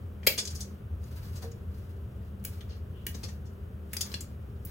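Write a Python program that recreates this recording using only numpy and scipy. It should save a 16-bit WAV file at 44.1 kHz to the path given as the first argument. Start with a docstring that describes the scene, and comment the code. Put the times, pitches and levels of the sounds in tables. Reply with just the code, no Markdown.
"""Kitchen scissors clip the claw tips off cooked chicken feet; each snip is a short burst of bright noise.
A foot lands in a steel tray and a wire basket rattles as the next is picked up: bursts of contacts ring
their modes. Clipped bits skitter over the mesh, skin rubs as grainy noise and the blades squeak faintly.
The place is a small, hard-walled kitchen, heard in stereo with the work a little to the left; a fan hums
behind it as filtered noise."""
import sys
import numpy as np
from scipy import signal
from scipy.fft import rfft, irfft, next_fast_len
from scipy.io import wavfile
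from scipy.ndimage import uniform_filter1d

SR = 44100
rng = np.random.default_rng(int(sys.argv[2]) if len(sys.argv) > 2 else 0)


def dump(signal):
    """Clip the signal to [-1, 1] and save it as 16-bit WAV at the path in sys.argv[1]."""
    limited = np.clip(np.atleast_2d(signal).T, -1, 1)
    pcm = np.round(limited * 32767).astype(np.int16)
    wavfile.write(sys.argv[1], SR, pcm)


N = 207291
T = np.arange(N) / SR


def undb(db):
    """Decibels to gain."""
    return 10 ** (np.asarray(db) / 20)


def unit(x):
    """Scale to rms 1."""
    return x / np.sqrt(np.mean(x ** 2))


def unit_energy(x):
    """Scale to energy 1."""
    return x / np.sqrt(np.sum(x ** 2))


def add(track, s, db, sound):
    """Mix a hit in at time s; its level is its energy spread over 10 ms."""
    start = int(s * SR)
    span = 0.01 * SR
    hit = undb(db) * np.sqrt(span) * unit_energy(sound)
    track[start:start + len(sound)] += hit[:N - start]


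def colour(x, points, extra_db=lambda hz: 0):
    """Causal minimum-phase filter through (f/Hz, level/dB) points, plus an optional dB curve of frequency."""
    size = next_fast_len(len(x) // 2 + 2048) * 2
    hz = np.maximum(np.fft.rfftfreq(size, 1 / SR), 1)
    at, db = np.transpose(points)
    curve_db = np.interp(np.log(hz), np.log(at), db) + extra_db(hz)
    # folding the cepstrum onto positive times makes the filter causal
    cepstrum = irfft(np.log(undb(curve_db)))
    cepstrum[1:size // 2] *= 2
    cepstrum[size // 2 + 1:] = 0
    response = np.exp(rfft(cepstrum))
    return irfft(rfft(x, size) * response)[:len(x)]


def fade(t, t60):
    """Exponential decay, 60 dB down at t60."""
    return np.exp(-np.log(1000) * t / t60)


def wander(rate):
    """Random values, `rate` a second, joined by straight lines."""
    return np.interp(T * rate, np.arange(SR), rng.standard_normal(SR))


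def narrow_noise(hz, width):
    """A resonance kept ringing by noise, rms 1; `width` is that of each of its two filter passes."""
    b, a = signal.iirpeak(hz, hz / width, fs=SR)
    once = signal.lfilter(b, a, rng.standard_normal(N + SR))
    twice = signal.lfilter(b, a, once)
    return unit(twice[SR:])  # the first second lets the resonance build up


def contacts(time, grit):
    """A burst of tiny uneven contacts that peaks at `time` and dies within a few times that."""
    t = T[:SR // 2]
    grains = rng.standard_normal(len(t)) * np.exp(grit * rng.standard_normal(len(t)))
    return unit_energy(grains * t * np.exp(-t / time))


def ring(push, modes, scatter_db, detune=0, count=1):
    """Modes set ringing by a push; each is `count` detuned neighbours, weighted anew at every spot struck."""
    t, out = T[:len(push)], 0
    for hz, db, t60 in modes:
        neighbours = hz * (1 + detune * rng.standard_normal((count, 1)))
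        tone = np.sin(2 * np.pi * neighbours * t).sum(axis=0) * fade(t, t60)
        mode = signal.fftconvolve(push, tone)[:len(t)]
        out = out + undb(db + scatter_db * rng.standard_normal()) * unit_energy(mode)
    return unit_energy(out)


def place(x, pan_db):
    """Mono to stereo, left louder by pan_db."""
    return undb(np.array([[pan_db], [-pan_db]]) / 2) * x


# low rumble of the fan, spectrum shape: [f/Hz, relative level/dB per Hz]
RUMBLE = [(20, -30.5), (42, -14.5), (53, -8), (68, -0.5), (79.5, 8.5), (90, 0), (108, -4.5), (120, -5.5),
          (150, -16.5), (220, -40), (600, -77)]
# rough level of the low rumble over time, before HUM_DB is added: [t/s, level/dB]
HUM_LEVEL = [(0.0, -38.5), (0.46, -46), (0.51, -37), (0.77, -45.5), (0.95, -35.5), (1.6, -42), (2.11, -41),
             (4.7, -42)]
# air noise of the fan, spectrum shape: [f/Hz, relative level/dB per Hz]
AIR = [(60, -28.5), (160, -10), (210, -7.5), (275, -20), (400, -17), (520, -21), (860, -34), (1300, -32),
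       (2200, -43), (3000, -42), (4250, -53.5), (8000, -55), (16000, -48)]
# resonances of the fan and its duct: [f/Hz, width of each filter pass/Hz, level/dB]
DUCT = [(196, 5, -55.5), (398.5, 5.9, -64)]
HUM_DB = 1  # gain of the rumble
WAVER_DB, WAVER_PER_S = 1.5, 8.8  # random waver of the hum: typical depth and points per second


def fan_noise(air_db=-50.5, even_s=0.12):
    """A wavering rumble, turbulent air, and the narrow resonances that it keeps humming."""
    rumble = colour(rng.standard_normal(N), RUMBLE)
    # even out the rumble's own fluctuations so that the level curve sets its strength
    rumble /= np.sqrt(uniform_filter1d(rumble ** 2, int(even_s * SR)))
    hum_db = np.interp(T, *np.transpose(HUM_LEVEL)) + HUM_DB + WAVER_DB * wander(WAVER_PER_S)
    air = undb(air_db) * unit(colour(rng.standard_normal(N), AIR))
    duct = sum(undb(db) * narrow_noise(hz, width) for hz, width, db in DUCT)
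    return rumble * undb(hum_db) + air + duct


# stereo width of the fan, side minus mid: [f/Hz, level/dB]
FAN_WIDTH = [(30, -36.5), (80, -30.5), (160, -15.5), (300, -8), (600, -4), (1200, 0), (4000, -1.5),
             (8000, -57)]


def fan():
    """Behind the work: the low hum reaches both microphones nearly alike; the air noise is more diffuse."""
    side = colour(fan_noise(), FAN_WIDTH)
    return place(fan_noise() + np.array([side, -side]), pan_db=1.13)


# stereo width of the reflections, side minus mid: [f/Hz, level/dB]
ROOM_WIDTH = [(200, -3), (500, -8), (1100, -2.5), (5000, 2.5), (8000, -7.5), (14000, -10.5)]


def echo_difference(t):
    """What the two microphones hear differently of dense echoes: noise of opposite sign in each."""
    side = colour(rng.standard_normal(len(t)), ROOM_WIDTH)
    return np.array([side, -side])


def kitchen(x, near_db, room_db, pan_db, low_t60=0.22, high_t60=0.16, split_hz=7000, build_s=0.0036):
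    """Quick reflections off the counter and trays, then a short tail whose treble dies first."""
    t = T[:SR // 2]

    def echoes(kind):
        """Dense echoes on one side of the split frequency."""
        band = signal.butter(2, split_hz, kind, fs=SR, output="sos")
        return signal.sosfilt(band, rng.standard_normal(len(t)) + echo_difference(t))

    tail = echoes("low") * fade(t, low_t60) + echoes("high") * fade(t, high_t60)
    tail = tail * (1 - np.exp(-(t / build_s) ** 2))
    # reflections start 0.8 ms after the direct sound, which is the first sample
    early = undb(near_db) * unit_energy(echo_difference(t) * fade(t, 0.025) * (t > 0.0008))
    early[:, 0] += np.sqrt(0.5)
    # the work lies a little to the left; the tail comes from all around
    response = place(unit_energy(early), pan_db) + undb(room_db) * unit_energy(tail)
    return np.sqrt(2) * signal.fftconvolve(x[None], response, axes=1)[:, :N]


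# blows on the steel tray: [t/s, level/dB, rattle time/s]
BLOWS = [(0.2665, -27, 0.00068), (.2692, -15.5, 0.0014), (0.273, -18, 0.0018), (.287, -31.5, 0.022)]
# modes of the tray: [f/Hz, relative level/dB, t60/s]
TRAY_MODES = [(1650, -6.5, .1), (2400, 2, 0.18), (2560, -11, .14), (2836, -0.5, 0.15), (3270, -2, 0.11),
              (4400, -0.5, 0.15), (7420, -3, 0.083), (9400, -5.5, 0.2), (12000, 0.5, 0.057),
              (13490, -3, .1), (14400, 4, .08), (14500, -0.5, 0.14)]
# colour of the tray's clatter: [f/Hz, level/dB]
TRAY_COLOUR = [(200, -15), (500, -5.5), (850, -20), (1300, -8.5), (1700, -5), (2400, 3.5), (3500, -4),
               (4500, 1), (7000, -4), (10200, -8.5), (11600, 2), (15500, 1.5)]
# low thumps on the trays, the foot's landing, then a soft touch that rings:
# [t/s, thump level/dB, ring level/dB, push time/s]
THUDS = [(0.2719, -25.5, -42, 0.0042), (1.439, -55, -37.5, 0.0026)]
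# modes of the trays' flat bottoms: [f/Hz, relative level/dB, t60/s]
THUD_MODES = [(464, 5.5, 0.47), (535, -4.5, 0.14), (663, -4.5, 0.16)]
# colour of a thump: [f/Hz, level/dB]
THUMP_COLOUR = [(100, -53.5), (270, -27), (390, -4.5), (490, -3), (610, -3.5), (740, -22), (2000, -45.5)]


def tray():
    """On the counter: thin steel clatters under blows; low thumps leave the flat bottom ringing."""
    out = np.zeros(N)
    for s, db, time in BLOWS:
        blow = contacts(time, grit=0)
        clatter = unit_energy(colour(blow, TRAY_COLOUR))
        steel = undb(-10) * ring(blow, TRAY_MODES, scatter_db=1.5, detune=0.008, count=6)
        add(out, s, db, clatter + steel)
    thump = colour(signal.unit_impulse(SR // 10), THUMP_COLOUR)
    for s, thump_db, ring_db, time in THUDS:
        add(out, s, thump_db, thump)
        add(out, s, ring_db, ring(contacts(time, grit=0), THUD_MODES, scatter_db=2.0))
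    return out


# taps on the wire basket, and a few scrapes of the opening blades:
# [t/s, level/dB, rattle time/s, favoured f/Hz, body gain/dB, treble gain/dB]
TAPS = [(0.2305, -51.5, 0.0018, 2158, 9, -22), (.376, -25.5, 0.0086, 5500, 2.5, -4),
        (0.4503, -37.5, .0036, 6600, -1, -3.5), (.471, -38.5, 0.0046, 5700, -10, -5),
        (0.501, -45.5, 0.0054, 6430, -3, -3), (0.547, -41.5, 0.0085, 6100, -31, 2.5),
        (.603, -37, 0.0067, 6350, -29, -3), (1.04, -60.5, 0.00075, 5940, -10, 3),
        (1.352, -49.5, 0.011, 6370, 6, -6), (1.42, -43, 0.0074, 4700, 24.5, 7),
        (1.516, -55.5, 0.0021, 6340, 7.5, -8), (2.607, -52, 0.0031, 3200, 8, -7),
        (2.686, -50.5, 0.023, 4560, 15, -19), (3.1426, -44, 0.0052, 6000, 10.5, -13),
        (3.231, -38.5, 0.0073, 4850, 15, -0.5), (3.282, -47, 0.006, 6330, 16.5, -8),
        (3.452, -61, .011, 5830, -1, -5), (3.967, -33.5, 0.00086, 5400, 8, 3),
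        (4.0073, -27.5, 0.0039, 5540, 2.5, 4.5), (4.117, -48, 0.00084, 4230, 7, 0),
        (4.14, -34.5, 0.0013, 4170, 4, -9), (4.206, -39.5, 0.0031, 6940, -1, 7)]
# modes of the basket's wires: [f/Hz, relative level/dB, t60/s]
WIRE_MODES = [(2450, -5.5, 0.14), (3500, 4, 0.088), (3653, 2, 0.037), (4650, -7, .09), (5350, -13, .07),
              (5766, -14, .08), (6260, -10.5, .09), (6600, -2, 0.086), (6760, 7.5, 0.038), (7860, -3, .06)]
# colour of a tap before its favoured region, body and treble are added: [f/Hz, level/dB]
TAP_COLOUR = [(200, -7.5), (500, -8), (900, -19), (2000, -11), (4000, -9), (6800, -7.5), (8000, -9),
              (11000, -5.5), (15500, -18)]
# a longer rattle reaches more wires, so its favoured region of pitch is wider:
# spread in octaves at this rattle time in s, and the exponent
TAP_OCTAVES, TAP_RATTLE_S, TAP_WIDENING = 0.44, 0.005, 0.24


def basket_and_scrapes(bump_db=12, buzz_db=-5, buzz_t60=0.047, body_hz=2000, treble_hz=8000, wires_db=-12):
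    """On the counter: crossed wires chatter, buzz on and ring; blade scrapes are made the same way."""
    out, t = np.zeros(N), T[:SR // 2]
    for s, db, time, centre_hz, body_db, treble_db in TAPS:
        octaves = TAP_OCTAVES * (time / TAP_RATTLE_S) ** TAP_WIDENING
        chatter = contacts(time, grit=0.56)
        buzz_decay = rng.standard_normal(len(t)) * fade(t, buzz_t60)
        buzz = undb(buzz_db) * unit_energy(signal.fftconvolve(chatter, buzz_decay)[:len(t)])
        wires = undb(wires_db) * ring(chatter, WIRE_MODES, scatter_db=-1, detune=0.026, count=4)

        def spot(hz):
            """Each tap has its own favoured pitch, amount of body, as of squeezed flesh, and of treble."""
            favoured = bump_db * np.exp(-(np.log2(hz / centre_hz) / octaves) ** 2 / 2)
            body = body_db / (1 + (hz / body_hz) ** 4)
            treble = treble_db * np.clip(hz / treble_hz, 0, 2) ** 2 / 2
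            return favoured + body + treble

        add(out, s, db, colour(chatter + buzz + wires, TAP_COLOUR, spot))
    return out


# strokes of blades and fingers over the skin, before catching: [start t/s, hold/s, level/dB]
STROKES = [(0.249, 0.4, -58.5), (1.03, 0.06, -64), (1.158, 0.3, -57), (1.72, 0.18, -69), (2.45, .14, -61),
           (3.08, 0.21, -59.5), (3.93, .29, -55.5), (4.66, 0.037, -61.5)]
# colour of the rubbing: [f/Hz, relative level/dB]
RUB_COLOUR = [(300, -4), (1500, -1), (3000, -7.5), (6000, -6), (8500, -10), (13000, -6.5), (16000, -5)]
STROKE_ATTACK_S, STROKE_T60_S = 0.012, 0.28  # swell up to the start, decay after the hold
HOLDING_DB = -75  # the foot never lies quite still in the fingers


def rubbing(grit=0.7, catch_db=3.0, catch_rate=60):
    """Fine friction grains whose strength catches and slips; each stroke swells, holds and dies away."""
    grains = rng.standard_normal(N) * np.exp(grit * rng.standard_normal(N))
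    pressure = undb(HOLDING_DB)
    for s, hold, db in STROKES:
        swell = np.exp(np.minimum(T - s, 0) / STROKE_ATTACK_S)
        release = fade(np.maximum(T - s - hold, 0), STROKE_T60_S)
        pressure = pressure + undb(db) * swell * release
    catching = undb(catch_db * wander(catch_rate))
    return unit(colour(grains, RUB_COLOUR)) * pressure * catching


SQUEAK_S, SQUEAK_LENGTH_S, SQUEAK_DB = 2.995, 0.19, -66.5  # middle, length, rms level at the middle


def squeak(hz=3000, width=650):
    """Blade slides on blade under load as it presses, a faint narrow noise swelling and fading once."""
    swell = np.cos(np.pi * np.clip((T - SQUEAK_S) / SQUEAK_LENGTH_S, -0.5, 0.5)) ** 2
    return undb(SQUEAK_DB) * swell * narrow_noise(hz, width)


# the blades crack through a claw: [t/s, level/dB, crack time/s, tilt above 1 kHz/dB per octave]
SNIPS = [(2.44, -46.5, 0.0012, 3), (2.449, -31, 0.0017, 2.5), (3.066, -30.5, 0.0013, 0.2),
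         (3.9316, -32, 0.0023, 1), (4.6497, -34.5, 0.002, 10)]
# colour of a snip before its tilt: [f/Hz, level/dB]
SNIP_COLOUR = [(300, -0.5), (1000, -23), (1850, -2), (2400, -7), (3100, -9), (4000, -16), (6500, -9),
               (9000, -10.5), (11000, -3), (12200, -11), (14000, -2.5), (16000, -5)]


def snips():
    """In the hand: the claw gives way between the blades with a short, bright crack."""
    out = np.zeros(N)
    for s, db, time, tilt in SNIPS:

        def brighten(hz):
            """Treble rising by `tilt` an octave."""
            return tilt * np.log2(np.maximum(hz, 1000))

        add(out, s, db, colour(contacts(time, grit=0.3), SNIP_COLOUR, brighten))
    return out


def scene():
    """Fan behind, basket and tray on the counter, scissors and foot in the hands."""
    counter = kitchen(basket_and_scrapes() + tray(), near_db=-4.5, room_db=-6.5, pan_db=3.5)
    held = kitchen(snips() + rubbing() + squeak(), near_db=-3.0, room_db=-4.5, pan_db=2.5)
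    return fan() + counter + held


TOP_HZ = 15900  # upper edge of what the recorder passes


def record(dry):
    """The recorder rounds the loudest peaks and cuts the top."""
    ceiling = 0.65
    rounded = ceiling * np.tanh(dry / ceiling)
    return signal.sosfilt(signal.ellip(10, 0.2, 70, TOP_HZ, fs=SR, output="sos"), rounded)


dry = scene()
out = record(dry)
dump(out)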